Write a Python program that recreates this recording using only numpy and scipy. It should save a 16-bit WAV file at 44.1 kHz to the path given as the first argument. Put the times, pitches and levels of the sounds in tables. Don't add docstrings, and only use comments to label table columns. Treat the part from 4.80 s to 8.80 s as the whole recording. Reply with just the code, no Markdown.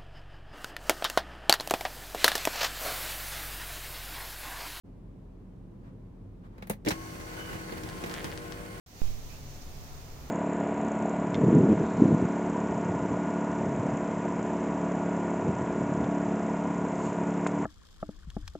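import sys
import numpy as np
from scipy import signal
from scipy.fft import rfft, irfft
from scipy.io import wavfile

SR = 44100
rng = np.random.default_rng(int(sys.argv[2]) if len(sys.argv) > 2 else 0)


def put_to_file(sound):
    columns = np.atleast_2d(sound).T
    safe = np.clip(columns, -1, 1)
    whole_steps = np.round(safe * 32767)
    wavfile.write(sys.argv[1], SR, whole_steps.astype(np.int16))


N = 176400
T = np.arange(N) / SR
MOTOR_START_S, SPIN_UP_S = 2.055, .05
CABIN_T60_S, CUTOFF_HZ = 0.1, 16000

# time in seconds, rumble level in dB, hiss level in dB.
RAIL_FRICTION = [(2.15, -51, -52.5), (2.42, -47, -49), (2.55, -48, -46.5), (2.74, -44.5, -45),
                 (2.86, -45, -49), (3.1, -44, -47.5), (3.25, -43.5, -46), (3.45, -41, -45),
                 (3.62, -47, -50), (4.0, -48, -49)]


def from_db(db):
    return 10 ** (np.asarray(db) / 20)


def rms_one(x):
    return x / np.sqrt(np.mean(x ** 2) + 1e-20)


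def in_time(rows):
    s, *columns = np.transpose(rows)
    return [np.interp(T, s, c) for c in columns]


def at_hz(points, hz):
    f, value = np.transpose(points)
    return np.interp(np.log(hz + 1e-9), np.log(f), value)


def pan(db):
    return from_db(np.array([[db / 2], [-db / 2]]))


def drift(rate_hz):
    f = np.arange(N // 2 + 1) * SR / N
    return rms_one(irfft(rfft(rng.standard_normal(N)) / (1 + (f / rate_hz) ** 2), N))


def noise(spectrum, correlation=None):
    # frequency in Hz, correlation.
    roof_correlation = [(100, 0.92), (300, -0.28), (600, 0.58), (1200, -0.58), (4000, 0.11), (10000, 0.078)]
    f = np.arange(N // 2 + 1) * SR / N
    mid, side = rfft(rng.standard_normal((2, N)))
    alike = np.clip(at_hz(roof_correlation if correlation is None else correlation, f), -1, 1)
    both = np.sqrt(1 + alike) * mid + np.sqrt(1 - alike) * side * [[1], [-1]]
    return rms_one(irfft(both * from_db(at_hz(spectrum, f)) * (f > 20), N))


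def impulses(rows):
    out = np.zeros((2, N)) + 1e-18
    for s, db, side_db in rows:
        out[:, min(int(s * SR), N - 1)] += from_db(db) * pan(side_db)[:, 0]
    return out


def ring(x, hz, t60):
    r, w = from_db(-60 / (t60 * SR)), 2 * np.pi * hz / SR
    return signal.lfilter([0, np.sin(w)], [1, -2 * r * np.cos(w), r * r], x)


def struck(x, modes):
    return sum((-1) ** k * from_db(db) * ring(x, hz, t60) for k, (hz, db, t60) in enumerate(modes))


def resonate(x, resonances):
    return struck(x, [(hz, db, np.log(1000) / (np.pi * width)) for hz, width, db in resonances])


def decaying_power(x, t60):
    return signal.lfilter([1], [1, -from_db(-120 / (t60 * SR))], x ** 2)


def crack(rows, spectrum, t60, tail_db, rise_s=0.001):
    hits = impulses(rows)
    power = decaying_power(hits, t60) + from_db(tail_db) ** 2 * decaying_power(hits, CABIN_T60_S)
    pole = np.exp(-1 / (rise_s * SR))
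    return noise(spectrum) * np.sqrt(signal.lfilter([1 - pole], [1, -pole], power))


def diffuse(x, envelope):
    echoes = rng.standard_normal((2, len(envelope))) * envelope
    return signal.fftconvolve(x, echoes / np.sqrt(np.sum(echoes ** 2) / 2), axes=1)[:, :N]


def reflections(x):
    t = T[:SR // 5]
    return diffuse(x, from_db(-60 * t / CABIN_T60_S) * (t > .002))


def scattered(x, decay_s=.0005):
    return diffuse(x, np.exp(-T[:SR // 100] / decay_s))


def lagged(x, lag_s=0.00038):
    return np.array([x[0], np.interp(T - lag_s, T, x[1])])


def cabin_balance(x):
    # frequency in Hz, left-right difference in dB.
    balance = [(100, 1.5), (380, -1), (700, 2), (1300, -1.5), (2300, -1.5), (4400, -2), (8000, 1),
               (15000, 1)]
    side_db = at_hz(balance, np.arange(N // 2 + 1) * SR / N)
    return irfft(rfft(x) * pan(side_db)[:, 0], N)


def idle():
    # frequency in Hz, level in dB.
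    engine_tones = [(37.7, -53), (113, -59), (183, -58), (269, -65)]
    # frequency in Hz, relative spectral density in dB.
    air_spectrum = [(30, -18), (45, 1), (62, -8.5), (100, -2.5), (145, -8), (190, -6), (250, -10.5),
                    (400, -16.5), (560, -22.5), (700, -28), (1000, -29.5), (1300, -37.5), (2500, -45.5),
                    (5000, -53.5), (9000, -57.5), (16000, -63)]
    # frequency in Hz, correlation.
    air_correlation = [(40, 0.95), (120, 1), (300, 0.63), (1000, 0.22), (8000, 0)]
    hum = sum(from_db(db + 0.06 * drift(3.2)) * np.sin(2 * np.pi * hz * T + 0.35 * drift(1.0))
              for hz, db in engine_tones)
    return np.sqrt(2) * hum + from_db(-48.5) * noise(air_spectrum, air_correlation)


def finger():
    # time of the peak in seconds, half-width in seconds, level in dB.
    touches = [(1.07, 0.044, -62), (1.656, 0.022, -60), (1.825, 0.12, -62)]
    # frequency in Hz, relative spectral density in dB.
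    skin_spectrum = [(500, 5.5), (1200, 9.5), (2500, -4), (6000, -17), (15000, -28)]
    contact = sum(from_db(db) * np.exp(-((T - s) / width) ** 2) for s, width, db in touches)
    return noise(skin_spectrum) * contact


def switch(t60=0.031, tail_db=-5.5, console_lag_s=0.0016):
    # time in seconds, then the levels in dB of snap, tock and thump.
    clicks = [(1.779, -68, -52.5, -48), (1.8217, -58, -41.5, -40.5), (1.87, -51, -49.5, -49),
              (1.8967, -29, -33.5, -25.5), (1.907, -40, -38.5, -38), (1.9316, -61, -46.5, -51)]
    # frequency in Hz, relative spectral density in dB.
    snap_spectrum = [(3000, -12), (5000, -17), (6200, -2.5), (7400, -9), (9300, 2), (11000, -2.5),
                     (13000, 1.5), (15500, -2)]
    tock_spectrum = [(350, -18), (550, -23), (900, 2.5), (1300, -5.5), (2150, -0.5), (3100, -13),
                     (4000, -10), (5000, -17), (9000, -26)]
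    # frequency in Hz, gain in dB, time to fall 60 dB in seconds.
    console_modes = [(139, -2, 0.14), (205, -1, 0.082), (419, 2, 0.016), (548, 1, 0.037),
                     (665, -3.5, 0.028), (890, -8, 0.052)]
    s, snap_db, tock_db, thump_db = np.transpose(clicks)
    centre = np.zeros(len(s))
    snap = crack(zip(s, snap_db, centre), snap_spectrum, t60, tail_db)
    tock = crack(zip(s + console_lag_s, tock_db, centre), tock_spectrum, t60, tail_db)
    thump = struck(impulses(zip(s + console_lag_s, thump_db, centre)), console_modes)
    return snap + tock + thump + from_db(-3.5) * reflections(thump)


def creaks(slip_s=.0067, jitter=.17, fade_db_per_s=35, spread_db=2.5):
    # start in seconds, length in seconds, nominal level of the first slip in dB.
    runs = [(3.348, .066, -29.3), (3.451, .022, -33.5), (3.5235, .012, -32)]
    # frequency in Hz, bandwidth in Hz, gain in dB.
    resonances = [(1850, 450, 0), (2450, 650, -2), (3200, 600, -3), (5500, 2500, -13)]
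    slips = []
    for start, length, db in runs:
        for age in np.arange(0, length, slip_s):
            s = start + age + slip_s * rng.normal(0, jitter)
            slip_db = db - fade_db_per_s * age + rng.normal(0, spread_db)
            slips.append((s, slip_db, rng.normal(0, spread_db)))
    direct = resonate(impulses(slips), resonances)
    return direct + from_db(-12) * reflections(direct)


def ticks(running, grit_per_s=57, grit_db=8.5):
    # time in seconds, level in dB, left-right difference in dB, low-pass corner in Hz.
    impacts = [(3.0895, -24, 1, 9000), (3.099, -27, 0, 7000), (3.13, -29, 4, 6000), (3.18, -27.5, 0, 5000),
               (3.2972, -20.5, 7, 5500), (3.3135, -20.5, -3, 5000), (3.3405, -17.5, 7, 11000),
               (3.444, -20, 10, 12000), (3.5165, -20.5, 6, 4200), (3.5762, -19, 6, 7000),
               (3.7228, -19.5, 9, 5600)]
    # frequency in Hz, bandwidth in Hz, gain in dB.
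    resonances = [(1700, 700, -4), (2970, 1230, -2), (4900, 1670, -1), (8600, 1600, -5)]
    _, hiss_db = in_time(RAIL_FRICTION)
    grains = rng.random(N) < grit_per_s / SR
    grit = running * grains * from_db(hiss_db + grit_db) * rng.standard_normal((2, N))
    taps = 0
    for *impact, corner_hz in impacts:
        dulling = signal.butter(2, min(corner_hz, CUTOFF_HZ), fs=SR, output="sos")
        taps = taps + signal.sosfilt(dulling, impulses([impact]))
    direct = resonate(taps + grit, resonances)
    return from_db(-4.5) * direct + from_db(-10) * scattered(direct) + from_db(-8.5) * reflections(direct)


def squeal(roughness=1.2, rough_hz=85):
    # time in seconds, frequency in Hz, level in dB.
    contour = [(2.54, 3030, -68), (2.59, 3010, -53.5), (2.63, 2980, -51.5), (2.69, 2920, -55),
               (2.735, 2910, -59), (2.76, 2930, -53), (2.8, 2930, -70)]
    hz, db = in_time(contour)
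    sounding = (T > contour[0][0]) & (T < contour[-1][0])
    grip = np.array([1 + roughness * (drift(rough_hz) + 1j * drift(rough_hz)) for ear in range(2)])
    tone = np.real(grip * np.exp(2j * np.pi * np.cumsum(hz) / SR))
    return sounding * from_db(db) * rms_one(tone)


def shade(running, grains_per_s=350):
    # frequency in Hz, relative spectral density in dB.
    rumble_spectrum = [(40, -6), (80, 2.5), (120, -3.5), (180, 4), (250, -7.5), (330, -1.5), (420, -2.5),
                       (600, -9.5), (900, -11.5), (1500, -38), (4000, -38)]
    hiss_spectrum = [(400, -30), (900, 3.5), (1250, 4.5), (1600, 3), (2200, 0.5), (3200, -6), (4700, -11),
                     (7000, -11.5), (9000, -16), (15000, -16)]
    # start and end in seconds, level in dB, resonance in Hz, bandwidth in Hz.
    rubs = [(2.48, 2.6, -52.5, 850, 300), (2.56, 2.79, -48.5, 1510, 45), (2.79, 2.97, -54.5, 1500, 30),
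            (2.78, 3.02, -58, 4450, 130), (2.44, 3.28, -55.5, 1950, 600)]
    rumble_db, hiss_db = in_time(RAIL_FRICTION)
    rough_db = 1.5 * drift(36)
    rumble = from_db(rumble_db + rough_db) * noise(rumble_spectrum)
    hiss = from_db(hiss_db + rough_db) * noise(hiss_spectrum)
    out = running * (rumble + hiss)
    for start, end, db, hz, width in rubs:
        progress = np.clip((T - start) / (end - start), 0, 1)
        pressure = np.sqrt(np.abs(np.sin(np.pi * progress)))
        grains = (rng.random(N) < grains_per_s / SR) * rng.standard_normal((2, N))
        ringing = rms_one(resonate(grains + 1e-18, [(hz, width, 0)]))
        out = out + from_db(db + rough_db) * pressure * ringing
    return out


def knocks(t60=0.029, tail_db=-4.5, boom_t60=0.021):
    # time in seconds; thud, clack, rattle, left-right difference and boom in dB;
    # boom frequency in Hz, which depends on where the knock lands.
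    impacts = [(2.049, -35.5, -44.5, -46, 4, -34, 200), (2.0597, -26.5, -39.5, -43, -7, -32, 160),
               (2.068, -26, -31, -51, 2, -16.5, 290), (2.075, -21.5, -30.5, -43, -1, -26.5, 420),
               (2.078, -23.5, -35, -49, 6.5, -17.5, 320), (2.0849, -20.5, -33.5, -27, -0.5, -28, 186),
               (2.1059, -28.5, -26, -33.5, 1, -39, 260), (2.1131, -42, -29, -35.5, -3, -27, 170),
               (2.1175, -38, -43, -50, 1, -19, 148), (2.753, -34, -50, -56, 0, -27, 150),
               (2.922, -28.5, -39, -48, -0.5, -26, 217), (3.034, -41, -42, -45, -1, -34, 300),
               (3.046, -39, -60, -62, 7, -27, 150), (3.2375, -27, -34.5, -42.5, 0, -27, 236),
               (3.2594, -46, -41.5, -46, -2, -27, 175), (3.444, -42, -40, -44.5, -5, -32.5, 280)]
    # frequency in Hz, gain in dB, time to fall 60 dB in seconds.
    roof_modes = [(133, -14, 0.084), (200, -12, 0.034), (313, -4, 0.065), (385, 1.5, 0.028),
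                  (468, -2, 0.059), (575, -2, 0.019)]
    # frequency in Hz, relative spectral density in dB.
    clack_spectrum = [(400, -8), (650, -3), (1000, 0), (1350, -4.5), (2000, 0.5), (3000, -8), (4200, -12),
                      (7000, -60)]
    rattle_spectrum = [(2000, -28), (3500, 0), (5400, 6), (7200, 0.5), (9000, -3), (11000, -3.5),
                       (15500, -4.5)]
    s, thud_db, clack_db, rattle_db, side_db, boom_db, boom_hz = np.transpose(impacts)
    thud = struck(impulses(zip(s, thud_db, side_db)), roof_modes)
    boom = sum(ring(impulses([row]), hz, boom_t60) for *row, hz in zip(s, boom_db, side_db, boom_hz))
    clack = crack(zip(s, clack_db, side_db), clack_spectrum, t60, tail_db)
    rattle = crack(zip(s, rattle_db, side_db), rattle_spectrum, t60, tail_db)
    return lagged(from_db(-4.5) * thud + boom) + from_db(-7.5) * reflections(thud) + clack + rattle


def rotor_hum(angle):
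    harmonics = [2, 3, 5, 7, 10, 11, 13, 21, 28, 31, 38, 40]
    # level in dB, left-right difference in dB.
    levels = [(-60, -3), (-57.5, -3), (-60, -7), (-57.5, 8.5), (-64, 5), (-58.5, -3), (-57, 1.5),
              (-63.5, 4), (-61.5, 11.5), (-65.5, -9), (-65.5, -2), (-66, -5)]
    hum = 0
    for multiple, (db, side_db) in zip(harmonics, levels):
        phase = rng.uniform(0, 2 * np.pi) + .3 * drift(0.38) * np.array([[1], [-1]])
        gain = pan(side_db) * from_db(db + 1.5 * drift(6.7))
        hum = hum + gain * np.sin(multiple * angle + phase)
    return lagged(hum)


def gear_whine(angle, speed, hum_side_db=8, drone_side_db=6, right_lag_s=.00019):
    harmonics = [6, 9, 20]
    # time in seconds; hum, drone and whine in dB; the whine's left-right difference in dB.
    swells = [(2.18, -47, -60, -54.5, 15), (2.35, -54.5, -62, -56.5, 4), (2.55, -51.5, -55, -60.5, 10),
              (2.75, -52.5, -54, -55.5, 0), (2.95, -49.5, -55, -63.5, 15), (3.15, -52, -54, -55.5, 10),
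              (3.35, -51, -54, -58, 10), (3.52, -54.5, -51.5, -58, 10), (3.77, -51, -54.5, -57, 1),
              (3.97, -57.5, -55, -58.5, -3)]
    *levels_db, whine_side_db = in_time(swells)
    angle_at_ears = np.array([angle, angle - 2 * np.pi * speed * right_lag_s])
    whine = 0
    for multiple, db, side_db in zip(harmonics, levels_db, (hum_side_db, drone_side_db, whine_side_db)):
        gain = from_db(db + side_db * np.array([[.5], [-.5]]) + 1.1 * drift(7))
        whine = whine + gain * np.sin(multiple * angle_at_ears)
    return whine


def brushes(angle, bars=10, ripple_depth=0.058, fade_db_per_s=3):
    # frequency in Hz, relative spectral density in dB.
    brush_spectrum = [(400, -38), (750, 1), (1250, -7.5), (2100, -5), (3500, -18.5), (5500, -10.5),
                      (7500, -14), (12000, -23), (16000, -18)]
    # frequency in Hz, bandwidth in Hz, level in dB, fade in dB per second.
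    housing_resonances = [(1490, 80, -63, 0), (2950, 160, -66, 0), (4450, 200, -61, 3), (5950, 450, -59, 6),
                          (7650, 400, -66, 2), (8850, 260, -64.5, 0), (10000, 300, -68, 1),
                          (12100, 700, -65, 2), (15000, 300, -71, 1)]
    elapsed = T - MOTOR_START_S
    ripple = 1 + ripple_depth * (np.sin(angle) + np.sin(bars * angle))
    hiss = from_db(-53.5 - fade_db_per_s * elapsed) * rms_one(noise(brush_spectrum) * ripple)
    housing = 0
    for hz, width, db, fade in housing_resonances:
        friction = rng.standard_normal((2, N)) * ripple
        ringing = signal.lfilter(*signal.iirpeak(hz, hz / width, fs=SR), friction)
        housing = housing + from_db(db - fade * elapsed + 1.5 * drift(12)) * rms_one(ringing)
    return hiss + housing


def motor(running, flutter=.0015):
    # time in seconds, nominal speed in turns per second.
    shaft_speed = [(2.14, 54.1), (2.216, 54.5), (2.356, 53.4), (2.522, 52.7), (2.672, 54.0), (2.766, 54.2),
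                   (3.066, 52.6), (3.512, 52.7), (3.724, 52.8), (3.822, 53.6), (4.0, 52.8)]
    speed, = in_time(shaft_speed)
    angle = 2 * np.pi * np.cumsum(speed * running * (1 + flutter * drift(11.5))) / SR
    tones = rotor_hum(angle) + gear_whine(angle, speed)
    return running * (np.sqrt(2) * tones + brushes(angle))


def scene():
    running = np.clip((T - MOTOR_START_S) / SPIN_UP_S, 0, 1)
    cabin = idle() + finger() + switch()
    drive = cabin_balance(knocks() + motor(running) + shade(running))
    return cabin + drive + squeal() + ticks(running) + creaks()


def record(dry, low_cut_hz=32.2, silent_s=0.034, fade_s=0.025):
    high_pass = signal.butter(6, low_cut_hz, "high", fs=SR, output="sos")
    low_pass = signal.ellip(12, .1, 80, CUTOFF_HZ, fs=SR, output="sos")
    fade_in = np.clip((T - silent_s) / fade_s, 0, 1)
    return signal.sosfilt(low_pass, signal.sosfilt(high_pass, dry) * fade_in)


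dry = scene()
out = record(dry)
put_to_file(out)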